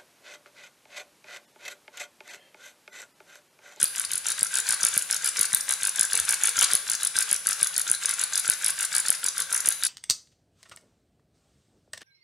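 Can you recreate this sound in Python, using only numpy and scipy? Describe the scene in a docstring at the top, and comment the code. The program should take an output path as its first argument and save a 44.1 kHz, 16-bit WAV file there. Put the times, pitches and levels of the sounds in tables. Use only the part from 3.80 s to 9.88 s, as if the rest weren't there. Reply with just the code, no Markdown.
"""Clicks come first, in quick bursts about seven a second: a pepper mill twisted back and forth over a pot.
Each twist is a dull bite, then about four clicks, one a tooth: coloured noise bursts ring the burr near
10 kHz, crack, and knock on the hollow body. Sparse grains of noise make the pepper crunch between clicks.
Whole corns rasp, some snaps jolt the mill with a short dull thump, others hardly at all, and the hand bumps
once, low. A small kitchen answers with a short reverberation over a faint steady noise floor."""
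import sys
import numpy as np
from scipy import signal
from scipy.fft import rfft, irfft
from scipy.io import wavfile
from scipy.ndimage import uniform_filter1d

SR = 44100
rng = np.random.default_rng(int(sys.argv[2]) if len(sys.argv) > 2 else 0)


def master_out(mix):
    """Clip the mix to full scale and print it as 16-bit PCM to the path in sys.argv[1]."""
    frames = np.transpose(np.atleast_2d(mix))
    ceiling = np.clip(frames, -1, 1)
    pcm = np.round(ceiling * 32767).astype(np.int16)
    wavfile.write(sys.argv[1], SR, pcm)


N = 268242
SIZE = 4096  # samples in one struck sound
HZ = np.fft.rfftfreq(SIZE, 1 / SR)
MS = 1e-3


# Twists of the wrist. Each row: first click in seconds, first to last click in ms, teeth passed,
# slowing of the hand from -1 to 1, burr ring in dB, change of the ring over the twist in dB, crack in dB,
# body knock in dB, first bite against the clicks in dB, crumbling time of a grain in ms.
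TWISTS = [(0.0136, 41, 4, 0, -29, -9, -29.5, -34.5, 0.5, 2.1),
          (0.1599, 55, 4, -.2, -30, 0, -32, -36, -22, 1.8),
          (0.316, 62, 4, .2, -24, 1, -31, -36.5, -17, 1.9),
          (.466, 52.4, 4, -.1, -24, 2, -27, -34, -14, 2.9),
          (0.5922, 75, 5, 0.11, -31, 4, -30, -34.5, -20, 1.6),
          (.7403, 60, 5, -0.02, -24, 3, -27, -33, -8, 2.3),
          (0.8889, 51.6, 4, -0.034, -20.5, -3, -26.5, -31, -2.5, 2.7),
          (1.031, 54, 4, 0.036, -19.5, -4, -26, -31.5, -1.5, 2.5),
          (1.1393, 51.4, 4, -0.24, -26.5, 7, -30, -33.5, -11, 2.6),
          (1.3102, 53, 4, 0.11, -24, -4, -25.5, -31.5, -37, 2),
          (1.4436, 44, 4, -0.009, -22, -2, -27.5, -33, -5.5, 2.8),
          (1.5921, 60.6, 4, 0.2, -21.5, -2, -26.5, -31, 1, 2.8),
          (1.7304, 40, 3, 0.25, -21.5, -6, -29.5, -33, -8, 2.3),
          (1.8915, 45, 4, -0.14, -21.5, -4, -28, -33, -26, 1.4),
          (2.0323, 59.6, 4, 0.062, -21.5, 0, -28.5, -33, -5, 1.9),
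          (2.1942, 57, 4, 0.16, -20.5, -6, -25, -30.5, -6, 1.8),
          (2.3318, 67, 4, 0.13, -20.5, -5, -24.5, -31, -5.5, 1.9),
          (2.491, 51.3, 4, 0.06, -20.5, -7, -25, -29.5, -25, 1.6),
          (2.6352, 56.5, 4, 0.04, -18.5, -5, -25, -29, -7, 2.2),
          (2.7893, 52.5, 4, -0.12, -16, 1.5, -20.5, -29, -2, 2.7),
          (2.9338, 32, 3, -.15, -32, -5, -28, -32, 3, 2),
          (3.0984, 52.4, 4, 0, -24, -7.5, -27.5, -33.5, -3, 2),
          (3.232, 38, 3, 0.25, -19.5, 1.5, -28, -33, -4.5, 2),
          (3.3653, 58.4, 4, -0.15, -23.5, 6, -25.5, -31.5, -39, 3.4),
          (3.5126, 49, 4, 0.18, -22, -7, -28.5, -33.5, -2, 1.2),
          (3.6694, 60, 4, 0.058, -22, -5, -28, -32, -32, 1.5),
          (3.811, 60, 4, 0.47, -25, 6, -28.5, -33, -8, 1.8),
          (3.9635, 50.5, 4, 0.14, -24, 5, -28, -35.5, -5, 2),
          (4.0987, 50, 4, 0.16, -23.5, -5, -28, -35, 1.5, 1.7),
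          (4.2348, 23, 2, 0, -37, 19, -26.5, -32.5, -20, 3.2),
          (4.292, 45, 3, .46, -22.5, -3, -29, -32.5, -13, 2.8),
          (4.394, 43, 3, .24, -22.5, 10, -26, -32.5, -28, 2.3),
          (4.5555, 39.7, 3, 0, -20, 0, -25.5, -33.5, 1.5, 2.8),
          (4.678, 57, 4, 0, -25, -9, -29, -31, 0.5, 1.9),
          (4.8442, 58.4, 4, 0.14, -19.5, -1.5, -28.5, -32, -2, 2),
          (4.9894, 59.7, 4, 0.12, -24, 5, -28.5, -32.5, -11, 2.6),
          (5.1499, 49.5, 4, 0.17, -19.5, 0.5, -27, -31.5, -1, 2.2),
          (5.2835, 66, 4, 0.067, -23.5, -8.5, -29, -32.5, 2.5, 2.1),
          (5.4417, 42.6, 3, -0.014, -21, 3, -26.5, -34.5, -18, 1.9),
          (5.5799, 40, 3, -0.21, -23, -2, -30, -31.5, -12, 1.9),
          (5.7264, 50, 4, -0.13, -21.5, -5, -28.5, -31.5, -6, 2.2),
          (5.8586, 64.6, 5, 0.21, -22, -4.5, -29, -33.5, -25, 2.1),
          (6.0355, 30, 3, 0.11, -20, -2, -26, -33.5, -13, 2)]
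# Clicks of the loose burr while the hand turns round. Each row: start in seconds, burr ring in dB.
LONE_CLICKS = [(0.0778, -34), (0.2494, -26), (1.2219, -25.5), (1.807, -25), (2.1588, -26.5), (2.451, -28.5),
               (5.804, -24)]
# Largest chance difference between teeth, either way, in a row: ring, crack and knock in dB.
TOOTH_SCATTER_DB = [0.5, 3, 2.5]
# The wrist presses hardest in mid-twist. Change from the ends to the middle, in a row: ring, crack, knock in dB.
MID_TWIST_DB = [2.0, -1.5, 0.5]


def breaks():
    """A twist bites, then clicks once a tooth; rows of (s, ring dB, crack dB, knock dB, crumbling ms)."""
    bite_lead_ms, bite_ring_db, bite_crumble_ms = 22, -6, 3.2  # ring is against the bite's crack
    lone_crack_db, lone_knock_db, lone_crumble_ms = -3.5, -12, 2.1  # levels are against the click's ring
    crack_change_db, crumble_growth_db = -2.0, 2.5  # from the first tooth to the last
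    teeth, bites = [], []
    for (start, length_ms, count, slowing, ring_db, change_db,
         crack_db, knock_db, bite_db, crumble_ms) in TWISTS:
        for turn in np.linspace(0, 1, round(count)):
            s = start + length_ms * MS * turn * (1 - slowing * (1 - turn))
            past_middle = turn - .5
            press = np.sin(np.pi * turn) - .5
            tooth_ring_db = ring_db + change_db * past_middle
            tooth_crack_db = crack_db + crack_change_db * past_middle
            levels_db = np.array([tooth_ring_db, tooth_crack_db, knock_db])
            levels_db += press * np.array(MID_TWIST_DB)
            levels_db += rng.uniform(-1, 1, 3) * TOOTH_SCATTER_DB
            teeth.append((s, *levels_db, crumble_ms * amp(crumble_growth_db * past_middle)))
        bite_crack_db = crack_db + bite_db
        bites.append((start - bite_lead_ms * MS, bite_crack_db + bite_ring_db, bite_crack_db,
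                      knock_db + bite_db, bite_crumble_ms))
    lone = [(s, db, db + lone_crack_db, db + lone_knock_db, lone_crumble_ms) for s, db in LONE_CLICKS]
    return np.vstack([snapped(teeth), bites, lone])


# Teeth at which a corn snaps all at once; the jolts play them too.
# Each row: time in seconds, burr ring in dB, jolt in dB, crumbling time in ms.
SNAPS = [(0.0287, -13, -70, 1.4), (.042, -14.5, -40.5, .5), (.1972, -20.5, -57, 1.2),
         (0.6304, -13.5, -46.5, 0.84), (.755, -21.5, -64, 0.75), (.9066, -19.5, -51, 2.1),
         (1.05, -14.5, -45, 0.67), (1.177, -14, -40.5, 0.88), (1.3109, -19.5, -66, .3),
         (1.6109, -14.5, -50, 1.7), (1.7473, -13.5, -43, 0.75), (2.2106, -14, -47, 1.2),
         (2.3994, -19, -54, 1.2), (2.491, -17.5, -62, 1.7), (2.8111, -19, -68, 0.77),
         (2.9342, -15.5, -52, 1.1), (2.952, -13, -39, 0.61), (3.3878, -16, -64, 0.25),
         (3.5287, -14.5, -44, .5), (3.67, -16.5, -54, 0.91), (3.8293, -12.5, -46, 0.85),
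         (3.9794, -18, -49, 0.72), (4.1147, -12.5, -45.5, 0.54), (4.2573, -17.5, -51.5, 1.2),
         (4.699, -13, -43.5, 0.45), (5.3037, -12.5, -45, 0.21), (5.887, -12.5, -42, 1.7)]


def snapped(teeth):
    """A corn that snaps at once gives the nearest tooth its own time, ring and crumbling time."""
    s, ring_db, crack_db, knock_db, crumble_ms = np.transpose(teeth)
    for snap_s, snap_db, _, snap_ms in SNAPS:
        k = np.argmin(abs(s - snap_s))
        s[k], ring_db[k], crumble_ms[k] = snap_s, snap_db, snap_ms
        crack_db[k] += 0.5
        knock_db[k] -= 0.5
    return np.transpose([s, ring_db, crack_db, knock_db, crumble_ms])


# Colour of the burr's ring. Each row: frequency in Hz, relative level in dB.
RING_COLOUR = [(6500, -33), (8300, -9), (9200, 0.5), (10000, 7), (10500, 3.5), (11200, -6), (12200, -16),
               (13500, -19.5), (15300, -25), (16500, -62)]
# Colour of the crack. 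Each row: frequency in Hz, relative level in dB.
CRACK_COLOUR = [(2500, -33.5), (3500, -10), (4200, -10.5), (4700, -6.5), (5300, -8.5), (6200, -4),
                (7000, -1.5), (7900, -5.5), (8700, -9), (10500, -38.5)]
# Plain colour of the body knock. Each row: frequency in Hz, relative level in dB.
BODY_COLOUR = [(40, -44), (100, -13.5), (330, -22.5), (600, -7.5), (780, -12.5), (1100, 2), (1500, 3.5),
               (2000, 5.5), (2800, 3), (3700, -2.5), (4200, -11), (5500, -15.5)]
# Resonances of the hollow body, heard in the crunch too.
# Each row: frequency in Hz, width in Hz, height over the plain colour in dB.
BODY_MODES = [(461.4, 20.5, 13.5), (860, 86, 2.5), (1150, 46, -1.5), (1394, 95, 8.5), (1567, 204, 13.5)]


def clicks(broken):
    """Every break rings the burr sharply, cracks, and knocks more softly on the body."""
    s, ring_db, crack_db, knock_db, length_ms = broken.T
    ring = fractures(length_ms, rise_ms=0.068, first_ms=0.36, clumpy_db=6.0, rest=0.45)
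    crack = fractures(length_ms, rise_ms=0.078, first_ms=0.2, clumpy_db=2.0, rest=0.35)
    knock = fractures(1.23 * length_ms, rise_ms=0.83, first_ms=0.54, clumpy_db=0.5, rest=0.16)
    return (strike(s, ring, colour(RING_COLOUR), ring_db, vary_db=2.5),
            strike(s, crack, colour(CRACK_COLOUR), crack_db, vary_db=4.0),
            strike(s, knock, colour(BODY_COLOUR, BODY_MODES), knock_db, vary_db=2.5))


def fractures(length_ms, rise_ms, first_ms, clumpy_db, rest):
    """A sharp first break, then clumps of smaller ones while the grain crumbles."""
    t_ms = np.arange(512) / SR / MS
    a, b, clumps = rng.standard_normal((len(length_ms), 3, len(t_ms))).transpose(1, 0, 2)
    clumps = amp(clumpy_db * evened(uniform_filter1d(clumps, size=14, axis=1)))
    length_ms = np.maximum(length_ms, .2)[:, None]
    first = np.exp(-t_ms / first_ms)
    crumbling = rest * clumps * np.exp(-(t_ms / (2.2 * length_ms)) ** 2)
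    return np.array([a, b]) * (first + crumbling) * (1 - np.exp(-t_ms / rise_ms))


# Likeness of the direct sound at the two microphones. Each row: frequency in Hz, likeness from 0 to 1.
DIRECT_SAME = [(100, 0.78), (1500, 1), (5000, 0.83), (10500, 0.99), (13000, 0.7)]


def strike(times, pushes, response, level_db, vary_db):
    """Each push rings the response, coloured by where it lands; its level is its energy spread over 5 ms."""
    place = rng.standard_normal((len(times), len(HZ)))
    place = uniform_filter1d(place, size=90, axis=1)
    place = evened(uniform_filter1d(place, size=60, axis=1))
    spectra = pair(*rfft(pushes, SIZE), read(DIRECT_SAME, HZ))
    sounds = irfft(spectra * response * causal(vary_db * place))
    energy = (sounds.mean(0) ** 2).sum(-1)
    sounds = sounds * (amp(level_db) * np.sqrt(220 / energy))[:, None]  # 220 samples are 5 ms
    out = np.zeros((2, N))
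    for k, s in enumerate(times):
        add(out, s, sounds[:, k])
    return out


# Colour of the crunching crumbs. Each row: frequency in Hz, relative level in dB.
CRUNCH_COLOUR = [(60, -39), (400, -26), (800, -8.5), (1150, -4), (1570, -8.5), (2000, 2.5), (3500, 0.5),
                 (7000, 5.5), (8300, 5.5), (10000, 5), (12500, -4.5), (16000, -59)]


def crunch(broken, crunch_db, grains_per_s, spread_db, early_s, smooth_s):
    """Small crumbs break under the burr, most strongly just before the hardest knocks."""
    s, _, _, knock_db, _ = broken.T
    t = np.arange(0, N, 64) / SR  # the load moves slowly, so a coarse grid will do
    nearness = np.exp(-((t[:, None] - s + early_s) / smooth_s) ** 2)
    load = np.sqrt((amp(knock_db) ** 2 * nearness).sum(1))
    load = np.interp(np.arange(N) / SR, t, load)
    size = amp(spread_db * np.minimum(rng.exponential(1, N), 4))
    size *= rng.random(N) < grains_per_s / SR
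    crumbs = pair(*rng.standard_normal((2, N)), 0.97) * size * load
    voice = irfft(colour(CRUNCH_COLOUR, BODY_MODES))
    return amp(crunch_db) * evened(signal.oaconvolve(crumbs, voice[None])[:, :N])


# Whole corns crushed at length. Each row: start in seconds, level in dB, length in seconds.
CORNS = [(2.35, -38, .02), (2.615, -40, .025), (2.822, -26.5, .02), (2.915, -38, .02), (4.40, -38, .035)]
# Colour of the corn's rasp. Each row: frequency in Hz, relative level in dB.
CORN_COLOUR = [(60, -25), (200, -17), (500, -8.5), (900, -4.5), (1500, -2), (2500, 3), (4000, 2.5),
               (7000, -14), (10000, -22), (13000, -16), (16000, -23)]


def corns():
    """A whole corn gives way in a dense rasp: noise that swells and dies, alike in both channels."""
    out, voice = np.zeros((2, N)), irfft(colour(CORN_COLOUR))
    t = np.arange(SIZE) / SR
    for s, db, length_s in CORNS:
        shape = t / length_s * np.exp(-(2 * t / length_s) ** 2 / 2)
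        rasp = signal.fftconvolve(rng.standard_normal(SIZE) * shape, voice)
        rasp *= amp(db) * np.sqrt(length_s * SR / (rasp ** 2).sum())
        add(out, s, np.array([rasp, rasp]))
    return out


# Colour of the jolt. Each row: frequency in Hz, relative level in dB.
JOLT_COLOUR = [(30, -9), (80, -2), (150, 4), (300, 1.5), (560, 1), (800, -6), (1500, -73)]


def jolts(push_s, rebound, rebound_s):
    """Snaps push the whole mill, each by its own listed amount: a short dull pulse and a weaker rebound."""
    s, _, db, _ = np.transpose(SNAPS)
    t = np.arange(SIZE) / SR
    back_s = rebound_s * rng.uniform(.6, 1.4, (len(s), 1))
    push = np.exp(-t / push_s) - rebound * np.exp(-abs(t - back_s) / (push_s / 2))
    return strike(s, np.array([push, 0 * push]), colour(JOLT_COLOUR), db, vary_db=5)


def bump(start_s, level_db, hz, t60, rise_s):
    """The hand bumps softly: a low decaying sine with a fast rise."""
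    t, out = np.arange(SR // 4) / SR, np.zeros((2, N))
    fade = amp(level_db - 60 * t / t60)
    add(out, start_s, fade * np.sin(2 * np.pi * hz * t) * (1 - np.exp(-t / rise_s)))
    return out


def off_centre(x, lead_ms):
    """The mill's sound reaches the right microphone a little sooner."""
    hz = np.fft.rfftfreq(N + SIZE, 1 / SR)
    advance = np.exp(2j * np.pi * hz * lead_ms * MS)
    return np.array([x[0], irfft(rfft(x[1], N + SIZE) * advance, N + SIZE)[:N]])


def moving_kitchen(x, strokes_per_s, count):
    """The mill drifts over the pot, so its reflections change from stroke to stroke."""
    turn = np.arange(N) / SR * strokes_per_s
    out = np.zeros((2, N))
    for k in range(count):  # crossfade round a ring of reverberations
        away = abs((turn - k + count / 2) % count - count / 2)
        share = np.cos(np.pi / 2 * np.minimum(away, 1))
        out += kitchen(x * share, gap_s=0.00032, early=1.0, early_s=0.0073)
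    return out


# Reverberation time of the room. Each row: frequency in Hz, time to fall 60 dB in seconds.
ROOM_T60 = [(100, 0.6), (1500, 0.68), (5000, 0.68), (10000, 0.61), (16000, 0.95)]
# Room's share of each sound. Each row: frequency in Hz, level in dB.
ROOM_SHARE = [(100, -19), (700, -2), (1200, 0.5), (1570, -3.5), (2100, 0), (5000, -3), (7000, -5),
              (10000, -2.5), (15000, -6.5)]
# Likeness of room sound at the two microphones, shared with the floor.
# Each row: frequency in Hz, likeness from 0 to 1.
ROOM_SAME = [(100, 0.84), (1500, 0.94), (3000, 0.84), (5000, 0.63), (8000, 0.11), (16000, 0)]


def kitchen(x, gap_s, early, early_s):
    """Quick reflections from pot and worktop, then a tail that dies band by band."""
    t = np.arange(SR * 3 // 4) / SR
    taps = rng.standard_normal((2, len(t)))
    taps *= rng.random((2, len(t))) < 6000 / SR  # 6000 reflections a second
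    taps *= np.clip(t / gap_s - 1, 0, 1) * (1 + early * np.exp(-t / early_s))
    hz, frame_s, z = signal.stft(taps, SR, nperseg=256)
    z = pair(*z, read(ROOM_SAME, hz)[:, None])
    z = z * amp(-60 * frame_s / read(ROOM_T60, hz)[:, None])
    plain = signal.istft(z, SR, nperseg=256)[1]
    tail = signal.istft(z * amp(read(ROOM_SHARE, hz))[:, None], SR, nperseg=256)[1]
    tail = tail / np.linalg.norm(plain, axis=1, keepdims=True)
    return signal.fftconvolve(x, tail, axes=1)[:, :N]


# Colour of the quiet kitchen. Each row: frequency in Hz, relative level in dB.
FLOOR_COLOUR = [(20, -22), (40, -22), (55, 0), (100, 3.5), (135, -6), (156, 11), (180, 1), (350, -5),
                (500, 4.5), (1000, 2.5), (4000, -16), (16000, -40)]


def floor(floor_db):
    """Steady faint air of the kitchen: coloured noise."""
    hz = np.fft.rfftfreq(N, 1 / SR)
    z = pair(*rfft(rng.standard_normal((2, N))), read(ROOM_SAME, hz))
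    return amp(floor_db) * evened(irfft(z * amp(read(FLOOR_COLOUR, hz)), N))


def amp(db):
    """Decibels to gain."""
    return 10 ** (np.asarray(db) / 20)


def evened(x):
    """Scales to rms 1."""
    return x / np.sqrt(np.mean(x ** 2) + 1e-20)


def read(points, hz):
    """Joins points by straight lines on a log-frequency axis."""
    f, value = np.transpose(points)
    return np.interp(np.log(hz + 1), np.log(f + 1), value)


def add(mix, s, sound):
    """Mixes a sound into both channels at time s, or at the very start if s is negative."""
    part = mix[:, max(round(s * SR), 0):][:, :sound.shape[-1]]
    part += sound[..., :part.shape[1]]


def pair(a, b, same):
    """Two channels of a given likeness from two unrelated signals."""
    same = np.clip(same, -1, 1)
    return np.array([a, same * a + np.sqrt(1 - same ** 2) * b])


def colour(points, modes=()):
    """Response from a smooth colour and the resonances that stand on it."""
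    peaks = sum(amp(db) ** 2 / (1 + (2 * (HZ - hz) / width) ** 2) ** 2 for hz, width, db in modes)
    return causal(read(points, HZ) + 10 * np.log10(1 + peaks))


def causal(gain_db):
    """Frequency response with the given gain that starts at once and only rings afterwards."""
    log_gain = np.log(amp(gain_db))
    circle = np.concatenate([log_gain, log_gain[..., -2:0:-1]], axis=-1)
    return np.exp(np.conj(signal.hilbert(circle)))[..., :len(HZ)]


def scene():
    """The mill close by, the room around it; the burr's ring fills the room less than the rest."""
    broken = breaks()
    ring, crack, knock = clicks(broken)
    crumbs = crunch(broken, crunch_db=-39.0, grains_per_s=2600, spread_db=3.5, early_s=0.0041, smooth_s=0.014)
    handling = jolts(push_s=0.00006, rebound=0.32, rebound_s=.0035)
    handling += bump(start_s=2.413, level_db=-45, hz=80.5, t60=0.19, rise_s=0.0008)
    rest = crack + knock + crumbs + corns() + handling
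    into_room = (amp(-4.0) * ring + rest)[:1]
    room = moving_kitchen(into_room, strokes_per_s=6.8, count=9)
    return off_centre(ring + rest, lead_ms=0.0073) + room + floor(floor_db=-60.5)


def gain_control(x, threshold_db, share, peak_fall_db_per_s):
    """The loudest clicks turn the gain down a moment later; it creeps back."""
    peak_db = 20 * np.log10(abs(x).max(0) + 1e-6)
    fall = np.arange(N) / SR * peak_fall_db_per_s
    held_db = np.maximum.accumulate(peak_db + fall) - fall
    over_db = np.maximum(held_db - threshold_db, 0)
    smooth_db = signal.lfilter([1 / 100], [1, -99 / 100], over_db)  # over about 100 samples
    return x * amp(-share * smooth_db)


# How much louder the left microphone is than the right. Each row: frequency in Hz, difference in dB.
LEFT_LOUDER = [(100, 3.5), (500, 4.5), (1400, 1.8), (4500, 3), (9000, 2), (14000, 1.6)]


def record(dry):
    """Unequal microphones with a low cut, bass ahead of treble, gain control, overload, band limit."""
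    ahead = 444  # samples, 10 ms: the band under 4 kHz comes out this much sooner
    hz = np.fft.rfftfreq(N + SIZE, 1 / SR)
    low_cut = 1 / np.sqrt(1 + (45 / (hz + 1)) ** 8)
    microphones = amp(read(LEFT_LOUDER, hz) * [[.5], [-.5]]) * low_cut
    treble = np.interp(hz, [3000, 3500, 3800, 4100], [0, .25, .8, 1])
    bass = np.interp(hz, [3950, 4150], [1, 0])
    split = treble + bass * np.exp(2j * np.pi * hz * ahead / SR)
    out = irfft(rfft(dry, N + SIZE) * microphones * split, N + SIZE)[:, :N]
    out = gain_control(out, threshold_db=-5.0, share=0.24, peak_fall_db_per_s=34)
    out = np.clip(out, -1, 1)
    band_limit = signal.firwin(255, 16300, window=("kaiser", 9), fs=SR)
    return signal.oaconvolve(out, band_limit[None], "same")


dry = scene()
out = record(dry)
master_out(out)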